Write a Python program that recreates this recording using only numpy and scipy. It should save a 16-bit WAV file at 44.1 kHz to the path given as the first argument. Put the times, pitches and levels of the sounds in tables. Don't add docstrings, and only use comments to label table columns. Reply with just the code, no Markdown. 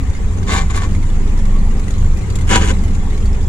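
import sys
import numpy as np
from scipy import signal
from scipy.fft import rfft, irfft, next_fast_len
from scipy.io import wavfile
from scipy.ndimage import uniform_filter1d, map_coordinates

SR = 44100
rng = np.random.default_rng(int(sys.argv[2]) if len(sys.argv) > 2 else 0)


def transcribe(signal):
    frames = np.atleast_2d(signal).T
    limited = np.clip(frames, -1, 1)
    pcm = np.round(limited * 32767).astype(np.int16)
    wavfile.write(sys.argv[1], SR, pcm)


def makeup_ratio(level_db):
    decades = np.asarray(level_db, float) / 20
    return 10 ** decades


N = 153468

LOW_LAG_TURNS = 0.064


def evened(x):
    return x / np.sqrt(np.mean(x ** 2) + 1e-20)


def read(points, hz):
    f, value = np.transpose(points)
    return np.interp(np.log(hz + 1), np.log(f + 1), value, left=value[0], right=value[-1])


def track(table, off_db=None):
    rows = np.transpose(table)
    return [np.interp(np.arange(N) / SR, rows[0], c, left=off_db, right=off_db) for c in rows[1:]]


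def colour(x, db_of_hz):
    size = next_fast_len(N + 4096)
    gain = makeup_ratio(db_of_hz(np.fft.rfftfreq(size, 1 / SR)))
    return irfft(rfft(x, size) * gain, size)[..., :N]


def slow(hz):
    count = int(N / SR * hz * 2) + 3
    points = rng.standard_normal(count)
    return evened(map_coordinates(points, [np.linspace(0, count - 1, N)], order=3))


def ring(x, hz, t60_s):
    r = np.exp(-np.log(1000) / (max(t60_s, .005) * SR))
    w = 2 * np.pi * hz / SR
    return signal.lfilter([0, np.sin(w)], [1, -2 * r * np.cos(w), r * r], x) * np.sqrt(1 - r)


def widen(x):
    wide_hz, own_share = 1230, 0.84
    size = next_fast_len(N + 4096)
    u = np.clip(np.sqrt(np.fft.rfftfreq(size, 1 / SR) / wide_hz), 0, 1)
    z = rfft(np.atleast_2d(x), size)
    own = own_share * u * (len(z) - 1)
    right = np.sqrt(1 - own ** 2) * z[0] * np.exp(-.5j * np.pi * u ** 2) + own * z[-1]
    return irfft(np.array([z[0], right]), size)[:, :N]


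# freq_hz, correlation
LIKENESS = [(60, 0.93), (130, 0.65), (290, 0.92), (640, 0.54), (1410, -0.039), (3100, -0.07), (6820, -0.22),
            (15000, 0.05)]


def noise(spectrum, size, flicker_db=0):
    patch_db = 2.5
    hop = size // 4
    frames, hz = N // hop + 5, np.fft.rfftfreq(size, 1 / SR)
    a, b, c, d, patches = rng.standard_normal((frames, len(hz), 5)).T
    patches = uniform_filter1d(patches, size=3, axis=0)
    patches = evened(uniform_filter1d(patches, size=9, axis=1))
    flicker = evened(uniform_filter1d(rng.standard_normal(frames), size=3))
    same = read(LIKENESS, hz)[:, None]
    left = a + 1j * b
    right = same * left + np.sqrt(1 - same ** 2) * (c + 1j * d)
    gain_db = read(spectrum, hz)[:, None] + patch_db * patches + flicker_db * flicker
    z = np.array([left, right]) * makeup_ratio(gain_db)
    out = signal.istft(z, nperseg=size, noverlap=size - hop)[1][:, :N]
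    return out / np.sqrt(np.mean(out.mean(0) ** 2))


# start_s, firings_hz, rms_db of the firing order, of its 3rd and of its 4th multiple
ENGINE_BOOM = [(0.0, 24.2, -60, -51, -43), (0.1, 22.85, -15, -14.5, -24), (0.18, 21.96, -33, -61, -50),
               (0.25, 22.5, -11, -14, -41), (0.33, 22.22, -26.5, -25, -33),
               (0.58, 22.71, -16.5, -22.5, -18), (0.66, 23.13, -12.5, -22, -53),
               (0.71, 22.89, -21, -30, -23.5), (0.99, 23.53, -12.5, -22, -18),
               (1.02, 23.77, -12.5, -54, -36), (1.07, 23.91, -12, -26.5, -24.5),
               (1.69, 23.8, -9.5, -23.5, -26), (1.79, 22.86, -13.5, -19.5, -31),
               (1.89, 23.65, -20.5, -26, -22.5), (2.05, 23.8, -8.5, -15.5, -17),
               (2.13, 23.5, -10.5, -18.5, -53), (2.23, 22.98, -41, -31, -29),
               (2.31, 22.95, -16.5, -31, -21), (2.55, 25.5, -14.5, -17, -24.5),
               (2.67, 23.74, -16.5, -19.5, -29), (3.31, 23.5, -12.5, -25, -23.5),
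               (3.48, 23.9, -17, -20, -26)]
WEAK_ORDERS = (2, 5, 6, 7, 8, 9)
WEAK_RMS_DB = [-29.5, -42, -43, -46.5, -39.5, -45.5]


def boom():
    strong_waver_turns, waver_turns, waver_db = 0.07, 0.13, 4.5
    hz, *levels = track(ENGINE_BOOM)
    turns = np.cumsum(hz) / SR
    lag = np.array([[0], [LOW_LAG_TURNS]])
    out = np.zeros((2, N))
    for k, db in zip((1, 3, 4), levels):
        waver = strong_waver_turns * (k > 1) * slow(8)
        out += makeup_ratio(db) * np.cos(2 * np.pi * (k * turns + waver))
    for k, db in zip(WEAK_ORDERS, WEAK_RMS_DB):
        level = makeup_ratio(db + waver_db * slow(6))
        out += level * np.cos(2 * np.pi * (k * turns - lag + waver_turns * slow(5)))
    return np.sqrt(2) * out


# start_s, mid_rms_db
PANEL_DRUM = [(0.0, -55), (0.27, -25.5), (0.31, -36.5), (0.4, -25.5), (0.55, -28), (0.63, -25),
              (0.72, -33.5), (0.98, -21), (1.03, -33.5), (1.62, -23), (1.69, -30.5), (1.71, -24.5),
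              (2.22, -33), (2.73, -22), (2.76, -28), (2.82, -25), (3.44, -34.5), (3.48, -25)]


def drum():
    drum_hz, t60_s, same = 190.9, 1.96 / 34, 0.9
    a, b = ring(rng.standard_normal((2, N)), drum_hz, t60_s)
    out = np.array([a, same * a + np.sqrt(1 - same ** 2) * b])
    out /= np.sqrt(uniform_filter1d(out.mean(0) ** 2, size=4000))
    return makeup_ratio(track(PANEL_DRUM)[0]) * out


# freq_hz, relative_db
RUMBLE_SPECTRUM = [(7.1, -5), (12, -10.5), (38, -3), (90, -4.5), (109, -16.5), (140, -18), (194, -20),
                   (333, -28), (405, -26), (600, -45), (780, -69), (1320, -120)]
WASH_SPECTRUM = [(290, -7), (500, -2.5), (677, -10.5), (771, -1.5), (878, -5.5), (1150, -5.5),
                 (1480, -10.5), (2030, -8), (2750, -15), (5110, -21), (7330, -13.5), (8590, -22.5),
                 (9920, -24), (11800, -36), (15800, -37)]
# start_s, relative_db
WASH_TRACK = [(0.0, -43), (0.39, -43), (0.67, -42), (0.94, -42), (1.76, -42), (2.41, -42.5), (2.57, -38.5),
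              (2.89, -42), (3.48, -43)]


def engine():
    rumble_db, wash_db = -18.5, -38
    level, = track(WASH_TRACK)
    rumble = makeup_ratio(rumble_db) * noise(RUMBLE_SPECTRUM, 4096)
    wash = makeup_ratio(wash_db + level - level.mean()) * noise(WASH_SPECTRUM, 512, flicker_db=0.5)
    return boom() + drum() + rumble + wash


# (treble, before sharp_offset_db)
FIRST_PRESSURE = [(0.465, -40, -13), (0.481, -29, -33), (0.507, -19.5, -27), (0.529, -17.5, -19),
                  (0.593, -23, -21.5), (0.615, -27.5, -23), (0.629, -35, -25), (0.653, -48, -10),
                  (0.665, -42, -27), (0.689, -48, -19), (0.711, -27.5, -24), (0.731, -48, -33),
                  (0.735, -35, -30), (0.765, -23, -11), (0.783, -28, -19), (0.817, -34, -20),
                  (0.827, -34, -23), (0.839, -25, -24), (0.875, -52, -27)]
SECOND_PRESSURE = [(2.47, -38.5, -6), (2.51, -15.5, -13), (2.538, -13, -19), (2.548, -12.5, -20),
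                   (2.602, -28, -9), (2.616, -21, -18), (2.67, -27.5, -7.5), (2.71, -20, -16),
                   (2.735, -47, -14)]
# scatter_periods, scraping_share (0-1), thud_db, ring_db
FIRST_TEETH = (.2, 0.39, -12.5, -2)
SECOND_TEETH = (.05, 0.7, -3.5, -2)
# first_hz, second_hz
TOOTH_RATES = (150, 109.5)
# freq_hz, relative_db
FIRST_SCRAPE = [(180, -35), (350, -26), (700, -10), (1150, -4.5), (2000, -11.5), (3000, -12), (3700, -11),
                (5190, -18.5), (7000, -11), (8500, -22), (9800, -17), (11300, -35), (15800, -37)]
SECOND_SCRAPE = [(180, -28), (450, -11), (640, -20), (950, -12), (1400, -7), (2950, -13), (3700, -18.5),
                 (5190, -23), (7200, -15), (8500, -26), (9800, -24.5), (11300, -42), (15800, -47)]
# freq_hz, t60_s (in a clash), relative_db in first shift, in second shift, turning freely
GEARBOX = [(436.4, 0.043, -7.5, 0, 0), (531.6, 0.077, -23, -5.5, -11.5), (787.7, 0.1, -10, -3, -5),
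           (971.7, 0.13, -13, -1.5, -3), (1126, 0.032, 1.5, -25, -1), (1507, 0.047, -6.5, -7.5, -16.5),
           (1783, 0.033, -3.5, -13, -11), (2064, 0.028, -0.5, -8, -14), (2355, 0.12, -4.5, -21, -12),
           (2890, 0.078, -24, -4.5, -25), (3364, 0.12, -29, -8, -13), (3474, 0.022, -10, -16, -19),
           (6780, 0.018, -20, -7, -39), (6995, 0.043, -2, -2, -10)]
THUD_ORDERS_DB = [0, 0, -1.5, -3.5]


def clash(pressure, rate_hz, teeth, spectrum, column):
    blow_spread_db, blow_hz = 3.5, 1480
    grit_s, grit_steady = 0.0051, 0.74
    wander_db, wander_hz = 2, 18
    sharp_offset_db = 14
    scatter, share, thud_db, ring_db = teeth

    count = int(N / SR * rate_hz)
    draw = rng.standard_normal((count, 2))
    at = (np.arange(count) + scatter * draw[:, 0]) / rate_hz * SR
    blows = np.zeros(N)
    blows[np.clip(at, 0, N - 1).astype(int)] = makeup_ratio(blow_spread_db * draw[:, 1])
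    swell = signal.lfilter([1], [1, -np.exp(-1 / (grit_s * SR))], blows)
    grit = evened((grit_steady + swell) * widen(rng.standard_normal((2, N))))
    dull_blows = colour(evened(widen(blows)), lambda f: -10 * np.log10(1 + (f / blow_hz) ** 4))
    drive = share * grit + (1 - share) * dull_blows

    push_db, sharp_db = (uniform_filter1d(c, size=150) for c in track(pressure, off_db=-61))
    push = makeup_ratio(push_db) * (push_db > -59)

    rings = np.zeros((2, N))
    for k, row in enumerate(GEARBOX):
        level = makeup_ratio(row[column] + wander_db * slow(wander_hz))
        rings += (-1) ** k * level * ring(drive * push, row[0], row[1])
    scale = np.linalg.norm([makeup_ratio(row[column]) for row in GEARBOX]) * np.std(drive) / 2

    scrape = evened(colour(grit, lambda f: read(spectrum, f)))
    dull = signal.sosfiltfilt(signal.butter(3, 8000, fs=SR, output="sos"), scrape)
    scrape = (dull + makeup_ratio(sharp_db + sharp_offset_db) * (scrape - dull)) * push

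    turns = rate_hz * np.arange(N) / SR + scatter * slow(30) - np.array([[0], [LOW_LAG_TURNS]])
    thud = sum(makeup_ratio(db) * np.cos(2 * np.pi * (k + 1) * turns + k * k) for k, db in enumerate(THUD_ORDERS_DB))
    return scrape + makeup_ratio(ring_db) * rings / scale + makeup_ratio(thud_db) * thud * push


# start_s, level_db (before offset_db), ring_hz, tilt_db_per_decade, ring_db (relative)
LOOSE_PARTS = [(0.0724, -33.5, 2070, -1, -7), (0.1481, -29, 2110, -3, -2.5), (0.3826, -31, 6310, -4, -4),
               (0.4279, -28, 2120, 2, -9), (0.9472, -29.5, 2100, 6, -7), (1.0292, -33, 2080, 6, -5),
               (1.154, -33, 2230, 4, -6), (1.3734, -31, 2120, 6, -8), (1.4519, -30, 2068, 4, -10),
               (1.7949, -30, 2250, 17, -7), (1.8796, -27.5, 1993, 5, -4), (1.905, -26.5, 6780, 9, -10),
               (1.9792, -33, 6690, 4, -4), (2.17, -31, 2570, 20, -7), (2.2996, -25, 4670, 5, -11.5),
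               (2.3539, -19.5, 7410, 15, -8.5), (2.3861, -26.5, 2080, 11, -6),
               (2.4094, -26.5, 2040, 11, -6), (2.8349, -27.5, 2061, 15, -8), (2.947, -27.5, 7030, 2, -8),
               (3.1284, -34, 2160, 0, -3), (3.1764, -29.5, 2250, 6, -6), (3.2545, -29, 4525, 11, -7.5),
               (3.3443, -32.5, 2493, 8, -6)]


def ticks():
    chatter_per_s, chatter_db, chatter_spread_db, chatter_ring_db = 40, -40.5, 2.5, -4
    offset_db, rise_s, hiss_t60_s, ring_t60_s = 2.5, 0.0025, 0.056, 0.07
    size = 4000
    out, t = np.zeros((2, N + size)), np.arange(size) / SR
    rows = list(LOOSE_PARTS)
    for u, v, w in rng.random((int(chatter_per_s * N / SR), 3)):
        level_db = chatter_db - chatter_spread_db * np.log(v + 0.017)
        rows.append((u * N / SR, level_db, 1500 * 6 ** w, 6, chatter_ring_db))
    f = np.fft.rfftfreq(size, 1 / SR)
    quarter_turn = np.array([[0], [np.pi / 2]])
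    for start_s, level_db, hz, tilt_db, ring_db in rows:
        at = min(round(start_s * SR), N - 1)
        tone = makeup_ratio(ring_db - 60 * t / ring_t60_s) * np.sin(2 * np.pi * hz * t + quarter_turn)
        shape = makeup_ratio(read(FIRST_SCRAPE, f) + tilt_db * np.log10(f / 3000 + .01)) * (f > 1000)
        hiss = evened(irfft(rfft(rng.standard_normal((2, size))) * shape))
        puff = tone + .5 * hiss * makeup_ratio(-60 * t / hiss_t60_s)
        out[:, at:at + size] += makeup_ratio(level_db + offset_db) * np.minimum(t / rise_s, 1) * puff
    return out[:, :N]


def free_gears():
    rms_db, wander_db = -45.5, 4.4
    drive = widen(rng.standard_normal((2, N)))
    rings = sum(makeup_ratio(row[4] + wander_db * slow(5)) * ring(drive, row[0], 2 * row[1]) for row in GEARBOX)
    return makeup_ratio(rms_db) * evened(rings)


def scene():
    first = clash(FIRST_PRESSURE, TOOTH_RATES[0], FIRST_TEETH, FIRST_SCRAPE, column=2)
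    second = clash(SECOND_PRESSURE, TOOTH_RATES[1], SECOND_TEETH, SECOND_SCRAPE, column=3)
    return engine() + first + second + ticks() + free_gears()


# freq_hz, left_minus_right_db
PORT_RESONANCES = [(60, -.5), (300, 1), (800, 2), (1500, 0.5), (2300, 2.5), (3400, -2), (4500, 1),
                   (5500, 0.5), (7200, 14.5), (8500, -1), (10000, -16), (11500, -12), (13500, 2),
                   (15000, 0)]


def ports(dry):
    def power_ratio(f):
        return makeup_ratio(2 * read(PORT_RESONANCES, f))

    left = colour(dry[0], lambda f: 10 * np.log10(2 / (1 + 1 / power_ratio(f))))
    right = colour(dry[1], lambda f: 10 * np.log10(2 / (1 + power_ratio(f))))
    return np.array([left, right])


def low_pass(x):
    return signal.sosfilt(signal.butter(12, 15900, fs=SR, output="sos"), x)


def record(dry):
    knee, edge_hz = 1.64, 15800
    soft = knee * np.tanh(ports(dry) / knee)
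    held = colour(soft, lambda f: -80. * (f > edge_hz))
    return low_pass(np.clip(held, -1, 1))


dry = scene()
out = record(dry)
transcribe(out)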